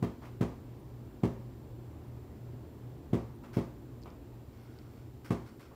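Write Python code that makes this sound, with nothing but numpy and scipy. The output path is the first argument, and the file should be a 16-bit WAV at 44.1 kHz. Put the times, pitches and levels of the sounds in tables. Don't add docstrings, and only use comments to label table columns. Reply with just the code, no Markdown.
import sys
import numpy as np
from scipy import signal
from scipy.fft import rfft, irfft
from scipy.io import wavfile
from scipy.ndimage import uniform_filter1d

SR = 44100
rng = np.random.default_rng(int(sys.argv[2]) if len(sys.argv) > 2 else 0)


def persist_wave(psi):
    counts = np.round(np.clip(psi, -1, 1) * 32767).astype(np.int16)
    wavfile.write(sys.argv[1], SR, np.atleast_2d(counts).T)


N = 253575
TIME = np.arange(N) / SR


def undb(db):
    return 10 ** (np.asarray(db) / 20)


def unit(x):
    return x / np.sqrt(np.mean(x ** 2))


def along(points, hz, column=1):
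    points = np.array(points, float)
    return np.interp(np.log(np.maximum(hz, 1)), np.log(points[:, 0]), points[:, column])


def shaped(x, gain):
    return irfft(rfft(x) * gain(np.fft.rfftfreq(len(x), 1 / SR)), len(x))


def noise(gain, size=N):
    return unit(shaped(rng.standard_normal(size), gain))


def bands(x):
    spectrum, f = rfft(x), np.maximum(np.fft.rfftfreq(len(x), 1 / SR), 1)
    for hz in 22 * 2 ** (np.arange(20) / 2):
        yield hz, irfft(spectrum * np.maximum(0, 1 - 2 * abs(np.log2(f / hz))), len(x))


def resonance(hz, half_width_hz, size=N):
    return noise(lambda f: 1 / (1 + ((f - hz) / half_width_hz) ** 2), size)


def ringing(resonances, size):
    return unit(sum(undb(db) * resonance(hz, width, size) for hz, width, db in resonances))


def wander(rate_hz):
    hold = max(2, int(SR / rate_hz))
    steps = np.repeat(rng.standard_normal(N // hold + 1), hold)
    return unit(uniform_filter1d(uniform_filter1d(steps, hold), hold)[:N])


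def fade(t, t60):
    return np.exp(-np.log(1000) * t / t60)


def add(out, start_s, x):
    i = max(0, int(start_s * SR))
    out[i:i + len(x)] += x[:max(0, N - i)]


# (frequency [Hz], relative spectral level [dB])
HISS_SPECTRUM = [(1500, 0), (3000, 0.5), (4300, 0), (6500, -4.5), (9500, -5.5), (10800, -9), (13000, -3),
                 (14800, 3.5), (16000, -15)]
# (frequency [Hz], level [dB], rms frequency deviation [Hz])
WHINE_TONES = [(7340, -85.5, 60.4), (10200, -95, 15)]


def electronics(first_chirp_s=0.804, period_s=1.277, chirp_s=0.0087, pause_s=0.045):
    hiss = undb(-72) * noise(lambda f: undb(along(HISS_SPECTRUM, f)))
    whine = np.zeros(N)
    for hz, db, deviation_hz in WHINE_TONES:
        phase = 2 * np.pi * np.cumsum(hz + deviation_hz * wander(200)) / SR
        whine += undb(db) * np.sqrt(2) * np.sin(phase)
    from_chirp = (TIME - first_chirp_s + period_s / 2) % period_s - period_s / 2
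    running = 1 - np.exp(-(from_chirp / pause_s) ** 2)
    chirps = undb(-74.5) * np.exp(-(from_chirp / chirp_s) ** 2) * resonance(9940, 130)
    return hiss + running * whine + chirps


def spreading_db(closest_s=2.12, closest_m=1.09, drift_m_s=0.37):
    distance_m = np.hypot(closest_m, drift_m_s * (TIME - closest_s))
    return -20 * np.log10(distance_m / closest_m)


# (frequency [Hz], relative spectral level [dB])
AIR_SPECTRUM = [(28, -19), (40, -6.5), (57, 1), (90, -1.5), (138, 1), (170, -10), (240, -3.5), (360, -5.5),
                (480, -13.5), (680, -19.5), (950, -21.5), (1350, -29.5), (3000, -40), (7000, -53.5)]


def fan(hum_hz=120, turn_s=0.367, swell_at_s=1.04, swell_depth=0.63, flicker_db=0.8):
    near_db = spreading_db()
    turn = np.cos(2 * np.pi * (TIME - swell_at_s) / turn_s)
    tone = np.sqrt(2) * (1 + swell_depth * turn) * np.sin(2 * np.pi * hum_hz * TIME)
    waver = 0.35 * resonance(hum_hz, 7.1)
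    hum = undb(-50.5 + 2.33 * near_db) * (tone + waver)
    drone = undb(-60 + near_db) * resonance(79, 1.8)
    rush = noise(lambda f: undb(along(AIR_SPECTRUM, f)))
    air = unit(sum(band * undb(flicker_db * wander(9.8)) for _, band in bands(rush)))
    return hum + drone + air * undb(-48.5 + near_db + 0.03 * turn)


# (time [s], level [dB], frequency [Hz])
CHAIN_TICKS = [(4.0196, -57.5, 5230), (4.028, -59, 4650), (4.0356, -53.5, 4600), (4.104, -60, 4770),
               (4.7883, -55.5, 4570)]


def chain_ticks(rise_s=0.00053, grit=0.74, room_db=-26, room_t60=0.36):
    t, out = TIME[:SR // 4], np.zeros(N)
    pulse = t / rise_s * np.exp(1 - t / rise_s)
    for peak_s, db, hz in CHAIN_TICKS:
        ring = resonance(hz, 1200, len(t))
        touch = pulse * (np.sin(2 * np.pi * hz * t) + grit * ring)
        room = undb(room_db) * fade(t, room_t60) * ring
        add(out, peak_s - rise_s, undb(db) * (touch + room))
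    return out


# (frequency [Hz], relative spectral level [dB])
FRICTION_SPECTRUM = [(150, -29), (500, 5.5), (1200, 4), (1700, -4), (2300, -3.5), (4200, -12.5),
                     (5400, -13), (7000, -16.5), (9000, -19.5), (15000, -20)]
# (frequency [Hz], half-width [Hz], relative level [dB])
SURFACE_MODES = [(1455, 140, 6), (2140, 190, 2), (3300, 130, -8), (4450, 160, -3.5), (5320, 400, -2.5),
                 (8000, 150, -18), (9200, 400, -13)]
# (time [s], level [dB], time before decay [s], treble tilt [dB/octave])
SCUFF_EVENTS = [(0.217, -53.5, 0.018, -4), (0.249, -59.5, 0.011, -0.9), (3.434, -55.5, 0.014, -3.5),
                (3.53, -56, 0.033, 1.8), (4.057, -51.5, 0.0043, -6.5), (4.498, -70.5, 0.53, 0.2),
                (5.245, -56, 0.016, 1.5), (5.458, -63, 0.024, 0.3), (5.593, -58, 0.027, -0.2),
                (5.71, -56.5, 0.018, -15)]


def scuffs(room_t60=0.38, rise_share=0.062, grain_db=1.5):
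    t, out = TIME[:SR], np.zeros(N)
    for start_s, db, length_s, tilt in SCUFF_EVENTS:
        def colour(f):
            return undb(along(FRICTION_SPECTRUM, f) + tilt * np.log2(1 + f / 1000)) * f / (f + 150)
        rub = noise(colour, SR)
        ring_db = min(-4.5 + 5.6 * tilt, -2)
        ring = undb(ring_db) * ringing(SURFACE_MODES, SR)
        grain = undb(grain_db * wander(500)[:SR])
        rise = 1 - np.exp(-t / (rise_share * length_s))
        decay = fade(np.maximum(t - length_s, 0), room_t60)
        add(out, start_s, undb(db) * (rub + ring) * grain * rise * decay)
    return out


# (frequency [Hz], relative spectral level [dB], reverberation time [s])
DIFFUSE_FIELD = [(60, -33, .4), (220, -8, 0.79), (374, 3.5, 0.79), (550, 2.5, 0.39), (790, 0.5, 0.47),
                 (1100, -2.5, 0.54), (1580, -17, 0.54), (2070, -8.5, 0.4), (3070, -18.5, 0.41),
                 (5150, -22.5, 0.49), (7800, -26.5, 0.41), (14900, -39, 0.43)]


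def reverberation(t, build_s=0.0024, grain_db=4, merge_t60=0.12):
    grain = undb(grain_db * fade(t, merge_t60) * wander(1500)[:len(t)])
    reflections = rng.standard_normal(len(t)) * grain
    tail = sum(undb(along(DIFFUSE_FIELD, hz)) * fade(t, along(DIFFUSE_FIELD, hz, column=2)) * band
               for hz, band in bands(reflections))
    tail *= 1 - np.exp(-t / build_s)
    return tail / np.std(tail[:SR // 20])


# (frequency [Hz], relative level [dB], 60 dB decay time [s])
LOW_MODES = [(66, -20.3, .55), (81, -33, .5), (117, -15.3, .36), (141, .3, .14), (174, -1.9, .18),
             (225, -18, .43), (254.6, -16.7, .33), (309, -30.5, .58), (351, -18, .3), (384, -27, .44),
             (411, -15.8, .24), (480, -20, .2), (533, -28, .45), (581, -29, .3), (678, -20, .24)]


def standing_waves(t, build_s=0.008):
    modes = sum(undb(db) * fade(t, t60) * np.sin(2 * np.pi * hz * t) for hz, db, t60 in LOW_MODES)
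    return (1 - np.exp(-t / build_s)) * modes


# (delay [s], level re direct sound [dB])
EARLY_REFLECTIONS = [(.011, -3.1), (.0182, -2), (.0269, -8.7), (.0401, -11.3)]


def echoed(direct):
    out = direct.copy()
    for delay_s, db in EARLY_REFLECTIONS:
        lag = int(delay_s * SR)
        out[lag:] += undb(db) * direct[:len(direct) - lag]
    return out


# (frequency [Hz], relative spectral level [dB])
CRACK_SPECTRUM = [(200, -19), (600, 7), (1300, -1.5), (3000, -10.5), (7000, -20), (15000, -24)]


def contact_crack(t, rise_s, t60=0.034):
    grit = noise(lambda f: undb(along(CRACK_SPECTRUM, f)), len(t))
    return undb(-23) * grit * fade(np.maximum(t - rise_s, 0), t60)


# (frequency [Hz], half-width [Hz], relative level [dB])
CLACK_MODES = [(398, 10, -5), (565, 70, -7), (1090, 180, 7), (1185, 61, 4), (1990, 54, -11),
               (2500, 60, -23), (3180, 120, -9)]


def wood_clack(t, sharp_db, glance, t60=0.29, db_per_octave=9):
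    centre_hz = 420 * 2 ** (1.9 * glance)
    excited = [(hz, width, db - db_per_octave * abs(np.log2(hz / centre_hz)))
               for hz, width, db in CLACK_MODES]
    return undb(-26 + 0.79 * sharp_db) * ringing(excited, len(t)) * fade(t, t60)


# (frequency [Hz], relative level [dB], time to peak [s])
WOOD_MODES = [(153, -5.7, .0088), (200, -2.5, .0085), (360, -8.8, .005), (610, -17.6, .0032)]


def wood_thump(t, glance):
    tilt, lowest_hz = 0.17 - 3 * glance, WOOD_MODES[0][0]
    out = np.zeros(len(t))
    for hz, db, peak_s in WOOD_MODES:
        pulse = (t / peak_s * np.exp(1 - t / peak_s)) ** 3
        out += undb(db + tilt * np.log2(hz / lowest_hz)) * pulse * np.sin(2 * np.pi * hz * t)
    return out


# (time [s], level [dB], sharpness [dB], glance [0 square, about 1 glancing])
BLOWS = [(0.0237, -19.5, -0.5, 1.14), (0.408, -18, 1, 0.9), (1.2327, -17, -6, .05),
         (3.1295, -17.5, -6, .03), (3.5666, -19, -5, .12), (5.304, -19, 3.5, 0.54)]


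def knocks(rise_s=0.0035, tail_db=-26.5, shelf_hz=700):
    t, out = TIME[:SR * 2 // 3], np.zeros(N)
    standing = standing_waves(t)
    contact = np.minimum(t / rise_s, 1) ** 3
    for start_s, db, sharp_db, glance in BLOWS:
        thump = echoed(wood_thump(t, glance))
        crack = echoed(contact * contact_crack(t, rise_s))
        clack = contact * wood_clack(t, sharp_db, glance)
        tail = undb(tail_db) * reverberation(t)
        treble = undb(0.52 * sharp_db)
        bright = shaped(crack + tail, lambda f: 1 + (treble - 1) * f ** 2 / (f ** 2 + shelf_hz ** 2))
        add(out, start_s, undb(db) * (thump + standing + clack + bright))
    return out


def scene():
    return (fan() + knocks() + scuffs() + chain_ticks() + electronics())[None]


def record(dry, low_hz=25, top_hz=15700):
    highpass = signal.butter(2, low_hz, "high", fs=SR, output="sos")
    lowpass = signal.ellip(12, .1, 80, top_hz, fs=SR, output="sos")
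    return signal.sosfilt(lowpass, signal.sosfilt(highpass, dry))


dry = scene()
out = record(dry)
persist_wave(out)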